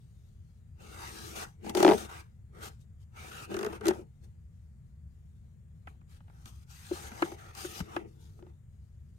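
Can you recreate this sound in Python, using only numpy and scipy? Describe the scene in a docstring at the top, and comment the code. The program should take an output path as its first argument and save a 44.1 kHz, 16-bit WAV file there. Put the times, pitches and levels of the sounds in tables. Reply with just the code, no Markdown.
"""A paperback is slid out of a tight row on a wooden shelf, turned, dragged across its neighbours' spines
and pushed back with light knocks. Strokes are noise shaped into paper hiss, board rasp and compartment drone;
knocks are a swelling boom with struck boards, a rap and a papery tick, some in fast juddering runs.
A quiet room hums underneath as shaped noise; two microphones a head apart listen, the left one nearer."""
import sys
import numpy as np
from scipy import signal
from scipy.fft import rfft, irfft, next_fast_len
from scipy.io import wavfile
from scipy.ndimage import uniform_filter1d, map_coordinates

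SR = 44100
rng = np.random.default_rng(int(sys.argv[2]) if len(sys.argv) > 2 else 0)


def store_wav(level_fs):
    """Save 16-bit WAV to argv[1]."""
    pcm = np.round(np.clip(np.atleast_2d(level_fs), -1, 1) * 32767)
    wavfile.write(sys.argv[1], SR, pcm.T.astype(np.int16))


N = 404838

# resonances of the shelf boards, the lowest three first: (f/Hz, width/Hz, gain of one pass/dB)
BOARD_MODES = [(580, 550, -6.5), (818, 155, 1.5), (925, 170, -4.5), (1238, 290, 1), (1674, 350, 1),
               (1816, 295, 0), (2760, 600, -11)]
# colour of paper noise: (f/Hz, relative level per Hz/dB)
PAPER_COLOUR = [(1500, -31), (2300, -5.5), (3000, 0), (4500, -3.5), (6400, -0.5), (8600, -1.5), (12500, -7),
                (16000, -15.5)]


def amp(db):
    """dB to gain."""
    return 10 ** (np.asarray(db) / 20)


def unit(x):
    """Scaled to rms 1 over all channels together."""
    return x / np.sqrt(np.mean(x ** 2) + 1e-20)


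def peak(x):
    """Each channel scaled to peak 1."""
    return x / np.abs(x).max(axis=-1, keepdims=True)


def along(points, hz):
    """Curve through (f/Hz, value) points on a log frequency axis."""
    f, v = np.transpose(points)
    return np.interp(np.log(hz + 1), np.log(f + 1), v)


def filtered(x, response):
    """x times a complex response of frequency, zero-padded for the tail."""
    n = x.shape[-1]
    m = next_fast_len(n + 4096)
    return irfft(rfft(x, m) * response(np.fft.rfftfreq(m, 1 / SR)), m)[..., :n]


def modes(table):
    """Causal response of a set of resonances, alternating in sign."""
    def response(f):
        total = 0
        for k, (centre, width, db) in enumerate(table):
            damping = 1j * f * width
            total = total + (-1) ** k * amp(db) * damping / (centre * centre - f * f + damping)
        return total
    return response


def wobble(rate):
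    """A smooth random curve, rate knots a second."""
    knots = rng.standard_normal(int(N * rate / SR) + 4)
    return map_coordinates(knots, [np.arange(N) * rate / SR])


def patchy(patchy_db):
    """Two unrelated noises under one field of narrow, slowly drifting resonances."""
    z = signal.stft(rng.standard_normal((2, N)), nperseg=512)[2]
    field = uniform_filter1d(rng.standard_normal(z.shape[1:]), size=3, axis=0)  # across frequency
    field = uniform_filter1d(field, size=18, axis=1)  # across time
    return signal.istft(z * amp(patchy_db * unit(field)), nperseg=512)[1][:, :N]


def ears(pair, alike, left, lead):
    """Two unrelated versions of a sound mixed to a given left-right likeness, balance and phase lead."""
    def spread(hz):
        turn = np.arccos(np.clip(along(alike, hz), 0, 1)) / 2
        return np.array([np.cos(turn), np.sin(turn)])

    def balance(hz):
        half = amp(along(left, hz) / 2) * np.exp(.5j * along(lead, hz))
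        return np.array([half, 1 / half])

    mid, side = filtered(pair, spread)
    return filtered(np.array([mid + side, mid - side]), balance)


def strokes():
    """Friction: fibres hiss and the uneven drag shakes the boards; separate noise drones in the compartment."""
    # air in the compartment: (f/Hz, width/Hz, gain of one pass/dB)
    compartment = [(208.6, 40, -0.5), (332.6, 32, 1.5), (431.4, 79, -1.5)]
    hiss_db, rasp_db, drone_db = envelopes()
    grip_db = 1.4 * wobble(9) + 0.71 * wobble(30) + 0.7 * wobble(160)  # the grip catches and slips
    hiss = unit(filtered(patchy(patchy_db=3.0), lambda hz: amp(along(PAPER_COLOUR, hz))))

    drag = patchy(patchy_db=4.0)
    rasp = unit(filtered(drag, modes(BOARD_MODES[3:])))
    # squared responses: two passes through the resonances
    low = unit(filtered(drag, lambda hz: modes(BOARD_MODES[:3])(hz) ** 2))
    low_db = 0.61 * rasp_db + 0.43 * drone_db + 1.0  # a heavier stroke reaches the lower modes
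    drone = unit(filtered(rng.standard_normal((2, N)), lambda hz: modes(compartment)(hz) ** 2))

    paper = amp(hiss_db + grip_db) * hiss
    boards = amp(rasp_db + grip_db) * rasp + amp(low_db + grip_db) * low
    return paper + boards + amp(drone_db) * drone


def envelopes():
    """Each stroke sets in, swells or sags along a line, and dies; dB of hiss, rasp and drone."""
    # sliding strokes, levels before grip and stereo balance:
    # (start t/s, end t/s, hiss at start/dB, hiss at end/dB, mid-stroke rasp/dB, mid-stroke drone/dB)
    stroke_list = [(0, 0.59, -80.5, -83.5, -91, -85), (0.812, 1.087, -64.5, -48.5, -54.5, -58),
                   (1.098, 1.335, -53.5, -47, -53.5, -53.5), (1.362, 1.438, -42.5, -44.5, -41, -50.5),
                   (1.651, 1.707, -57.5, -55, -51, -44), (1.772, 1.955, -42, -47.5, -43.5, -33),
                   (1.98, 2.061, -45, -54, -49, -50), (2.1, 2.207, -59, -56.5, -51.5, -60.5),
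                   (2.55, 2.618, -72.5, -68.5, -63.5, -57.5), (2.636, 2.686, -48.5, -53.5, -49.5, -56),
                   (2.814, 2.841, -69, -81, -86, -88), (3.006, 3.035, -75, -73.5, -83, -88),
                   (3.17, 3.299, -59.5, -54.5, -51, -62), (3.32, 3.45, -53, -53.5, -47, -61),
                   (3.509, 3.71, -57, -62.5, -51, -43), (3.729, 3.763, -57, -58.5, -51.5, -49.5),
                   (3.856, 3.903, -53, -50.5, -42, -34.5), (3.936, 4.019, -60.5, -70, -61, -49),
                   (4.248, 4.249, -67, -71, -73, -64.5), (5.887, 5.95, -73.5, -86.5, -73.5, -73.5),
                   (6.099, 6.177, -70.5, -72.5, -72, -78.5), (6.219, 6.427, -90, -69, -77.5, -79),
                   (6.475, 6.495, -54, -59.5, -60, -68.5), (6.494, 6.634, -66.5, -70, -70, -84),
                   (6.706, 6.907, -56.5, -58, -62, -82), (6.934, 7.083, -50.5, -52, -49, -57.5),
                   (7.106, 7.252, -64, -49.5, -52.5, -59.5), (7.26, 7.347, -57, -63, -58, -51),
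                   (7.386, 7.512, -65, -67, -59, -66), (7.575, 7.663, -47, -44, -45.5, -58.5),
                   (7.677, 7.803, -47.5, -48, -51.5, -55.5), (7.8, 7.967, -73.5, -62, -58, -55.5),
                   (7.972, 8.064, -67.5, -87, -60, -49), (8.08, 8.199, -73.5, -78.5, -79, -66.5),
                   (8.214, 8.403, -70, -75, -80.5, -70.5), (8.395, 8.5, -82, -83, -76.5, -61),
                   (8.595, 9.18, -95.5, -84, -98, -92)]
    # how a stroke sets in, and how it dies: (hiss, rasp, drone), all in dB/s
    rise_db_per_s = [601, 501.5, 455]
    fall_db_per_s = [702, 444.5, 351]
    # share of the hiss's swell in dB that each layer takes: (hiss, rasp, drone)
    follows = [1, 0.92, 0.18]
    # the holding hand is never quite still: (hiss/dB, rasp/dB, drone/dB)
    rest_db = [-87, -95.5, -82.5]
    linger_db, linger_db_per_s = -11, 221  # a faint rustle outlasts each stroke

    t = np.arange(0, N, 32) / SR
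    col = lambda v: np.array(v)[:, None]
    power = amp(col(rest_db)) ** 2 + 0 * t
    for start, end, first_db, last_db, rasp_db, drone_db in stroke_list:
        swell_db = np.interp(t, [start, end], [-.5, .5]) * (last_db - first_db)
        before = np.maximum(start - t, 0)
        after = np.maximum(t - end, 0)
        fall_db = np.minimum(col(fall_db_per_s) * after, linger_db_per_s * after - linger_db)
        edge_db = col(rise_db_per_s) * before + fall_db
        middle_db = col([(first_db + last_db) / 2, rasp_db, drone_db])
        power = power + amp(middle_db + col(follows) * swell_db - edge_db) ** 2
    return [np.interp(np.arange(N) / SR, t, 10 * np.log10(p)) for p in power]


def knocks():
    """Each contact: a rap of the boards, a papery tick, then a swelling boom of the compartment."""
    # contacts of book on spines and boards, levels before stereo balance:
    # (t/s, boom level/dB, boom f/Hz, wood over boom/dB, rap over boom/dB, tick over rap/dB)
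    contacts = [(1.645, -44, 232, 0.5, -16, 5), (1.664, -36, 216, -1.1, -11.5, -1),
                (1.695, -34.5, 225, -8.5, -5, 10), (1.75, -21.5, 366, -4, -13.5, 10.5),
                (1.772, -18.5, 361, -9, -12, 5.5), (1.802, -17, 360, -11, -5.5, -4),
                (1.828, -13, 377, -1, -11, 6), (1.934, -19, 407, -3, -18, -2),
                (1.945, -33.5, 342, 7.5, -12, -6), (3.499, -43, 354, -31.5, -6, -11),
                (3.729, -38.5, 445, -1, -6, 1), (3.81, -35.5, 427, -11, -1.8, -9.5),
                (3.856, -23, 354, -20, -2, -5), (3.868, -20, 366, -17.5, -11, 3.5),
                (3.883, -13, 366, -13.5, -16, 9.5), (3.908, -24, 373, -2.5, -9.5, -5),
                (3.955, -41, 374, -5, -15.5, -7), (3.99, -37, 363, -19.5, -17, -5),
                (5.872, -57.5, 297, 13, 19, -20.5), (6.012, -68.5, 300, 3.5, 8.5, -15),
                (6.205, -54.5, 209, -3, -3, -16), (6.28, -70, 300, 13, 12, -20),
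                (6.298, -71.5, 208, 20, 14, -19), (6.457, -53, 220, -13, 7, 5),
                (6.912, -22, 357.5, -17.5, -22, -5), (7.117, -42.5, 223, -14, 5, -9.5),
                (7.222, -19, 340, -2.5, 3, -17), (7.318, -37.5, 352, -5.5, -5.5, -3),
                (7.461, -63, 338, -8, 10.5, -3), (7.551, -63, 376, -28, 20, 3),
                (7.646, -30, 359, -24.5, -5, -5), (7.803, -27, 179, -11.5, -5, -3.5),
                (7.964, -27.5, 344, 1.1, 4, -17.5), (8.39, -53, 350, -6, -5, -19),
                (8.425, -45, 365, -6.5, -23.5, -15), (8.466, -49, 352, -6, -13, -11)]
    dull_hz = 3500  # a soft paper edge excites the boards little above this
    t = np.arange(SR // 10) / SR
    swell = lambda after, width: np.exp(-((t - after) / width) ** 2)
    soft = lambda f: 1 / (1 + 1j * f / dull_hz) ** 2
    struck_low = lambda f: modes(BOARD_MODES[:3])(f) * 1j * f * soft(f) ** 2
    struck_high = lambda f: modes(BOARD_MODES[3:])(f) * soft(f)
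    paper = lambda f: amp(along(PAPER_COLOUR, f))
    fade = lambda s: amp(-60 * t / s)  # falls 60 dB in s seconds

    # the air takes a few cycles to build up, then swells again more faintly
    shape = (swell(0.0083, 0.0062) + amp(-14.0) * swell(.026, 0.008)) * np.tanh(t / 0.00084)
    first_only = np.array([[1], [0]])  # the part the two ears share most
    detune = np.array([[1], [1.15]])  # the second version is higher, and quieter
    out = np.zeros((2, N + len(t)))
    for s, boom_db, hz, wood_db, rap_db, tick_db in [*contacts, *slips()]:
        grit, rattle, rustle = rng.standard_normal((3, 2, len(t)))
        boom = shape * np.sin(2 * np.pi * hz * t * detune) * amp([[0], [-8]])
        # the shelf's frame sways after, more in deep thuds
        push_gain = amp(-24 + 20.5 * np.log2(350 / hz))
        push = push_gain * swell(0.024, 0.0065) * np.sin(2 * np.pi * .47 * hz * t)
        overtone = amp(-15.5) * fade(0.1) * np.sin(2 * np.pi * 1.55 * hz * t)

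        # a soft paper edge, with some grit
        blow = swell(0.00086, .0003) * first_only + .05 * grit * fade(.015)
        wood = peak(filtered(blow, struck_low))
        rap = peak(filtered(rattle * np.tanh(t / 0.0016) * fade(0.039), struck_high))
        tick = peak(filtered(rustle * (fade(0.025) + amp(-24.5) * fade(0.049)), paper))

        body = boom + (push + overtone) * first_only
        surface = amp(wood_db) * wood + amp(rap_db) * (rap + amp(tick_db) * tick)
        out[:, round(s * SR):][:, :len(t)] += amp(boom_db) * (body + surface)
    return out[:, :N]


def slips():
    """The edge catches and slips eight times a judder, with shrinking gaps and some random scatter."""
    # judders before scatter: (first t/s, first gap/s, next gap over it, first boom/dB, last boom/dB,
    # first f/Hz, last f/Hz, wood over boom/dB, rap over boom/dB, tick over rap/dB)
    judders = [(1.848, .016, .87, -11.5, -18.5, 354, 407.6, -4, -16, -9),
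               (3.516, .026, .93, -30, -27.5, 372.3, 415.7, -12, -4, -5)]
    # scatter from slip to slip: (t/s, boom/dB, f/Hz, wood/dB, rap/dB, tick/dB)
    scatter = [.001, 2.1, 15, 1.8, 1.4, 2.5]
    k = np.arange(8)
    runs = []
    for s, gap, shrink, db0, db1, hz0, hz1, *colour_db in judders:
        times = s + gap * (1 - shrink ** k) / (1 - shrink)
        boom_db = db0 + (db1 - db0) * (k / k[-1]) ** 2.5
        colours = [db + 0 * k for db in colour_db]
        runs.append(np.transpose([times, boom_db, np.linspace(hz0, hz1, len(k)), *colours]))
    rows = np.concatenate(runs)
    return rows + rng.standard_normal(rows.shape) * scatter


def room_tone():
    """Distant ventilation and traffic rumble over faint microphone hiss, all one shaped noise."""
    # colour of the room: (f/Hz, relative level per Hz/dB)
    hum_colour = [(12, -52.5), (20, -27.5), (32, -10), (49, -12), (70, 1), (168, -11), (187, -22),
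                  (222, -18.5), (277, -38.5), (590, -41.5), (825, -48), (1960, -48.5), (5380, -74),
                  (7110, -57), (16000, -64.5)]
    # (f/Hz, left-right likeness 0-1)
    hum_alike = [(60, 1), (250, 0.84), (400, 0.79), (1000, .05), (6000, 0.035), (8000, 0.3)]
    # (f/Hz, left over right/dB)
    hum_left = [(60, 1.5), (3000, 6), (6000, 5), (7000, 21), (8500, 15), (11000, -4)]
    hum_db = -51.5  # before stereo balance
    noise = unit(filtered(rng.standard_normal((2, N)), lambda hz: amp(along(hum_colour, hz))))
    hum_lead = [(50, 0.15), (500, 1.0)]  # (f/Hz, left leads by/rad)
    return amp(hum_db) * ears(noise, hum_alike, hum_left, hum_lead)


def scene():
    """The shelf at both microphones, over the room."""
    # the shelf's stereo balance: (f/Hz, left over right/dB)
    shelf_left = [(100, 5.5), (260, 3.5), (480, 6), (750, 5), (1300, 0.5), (2300, -3), (3500, 11),
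                  (5500, 13.5), (7000, 1), (8500, 3), (10500, -0.5)]
    # (f/Hz, left-right likeness 0-1)
    shelf_alike = [(100, 0.31), (300, 1), (500, 0.14), (800, 0.63), (2000, 0.33), (2500, 0.15),
                   (3600, 0.26), (5500, 0.16), (7500, 0.53), (11000, 0.41)]
    # rubbing: (f/Hz, left leads by/rad)
    rub_lead = [(50, 0.1), (350, 1.7), (700, 2.3), (1000, 3.45), (1350, 2.5), (1800, 4.1), (2600, 5.6),
                (3200, 3.2), (4200, 6.28)]
    # blows: (f/Hz, left leads by/rad)
    knock_lead = [(50, 0.11), (450, 0.45), (850, .1), (1050, 2.2), (2100, 3), (4000, 4.8)]
    rubbing = ears(strokes(), shelf_alike, shelf_left, rub_lead)
    blows = ears(knocks(), shelf_alike, shelf_left, knock_lead)
    return rubbing + blows + room_tone()


def record(dry):
    """The microphone housing cuts narrow notches; nothing is kept above the band limit."""
    # housing notches: (f/Hz, width/Hz, depth 0-1)
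    notches = [(5360, 270, 0.7), (7700, 550, 0.6), (10380, 1500, 0.44)]
    top_hz = 15850

    def housing(hz):
        gain = 1
        for centre, width, depth in notches:
            gain = gain * (1 - np.clip(depth, 0, 1) * np.exp(-((hz - centre) / width * 2) ** 2))
        return gain

    return filtered(dry, lambda hz: housing(hz) * (hz < top_hz))


dry = scene()
out = record(dry)
store_wav(out)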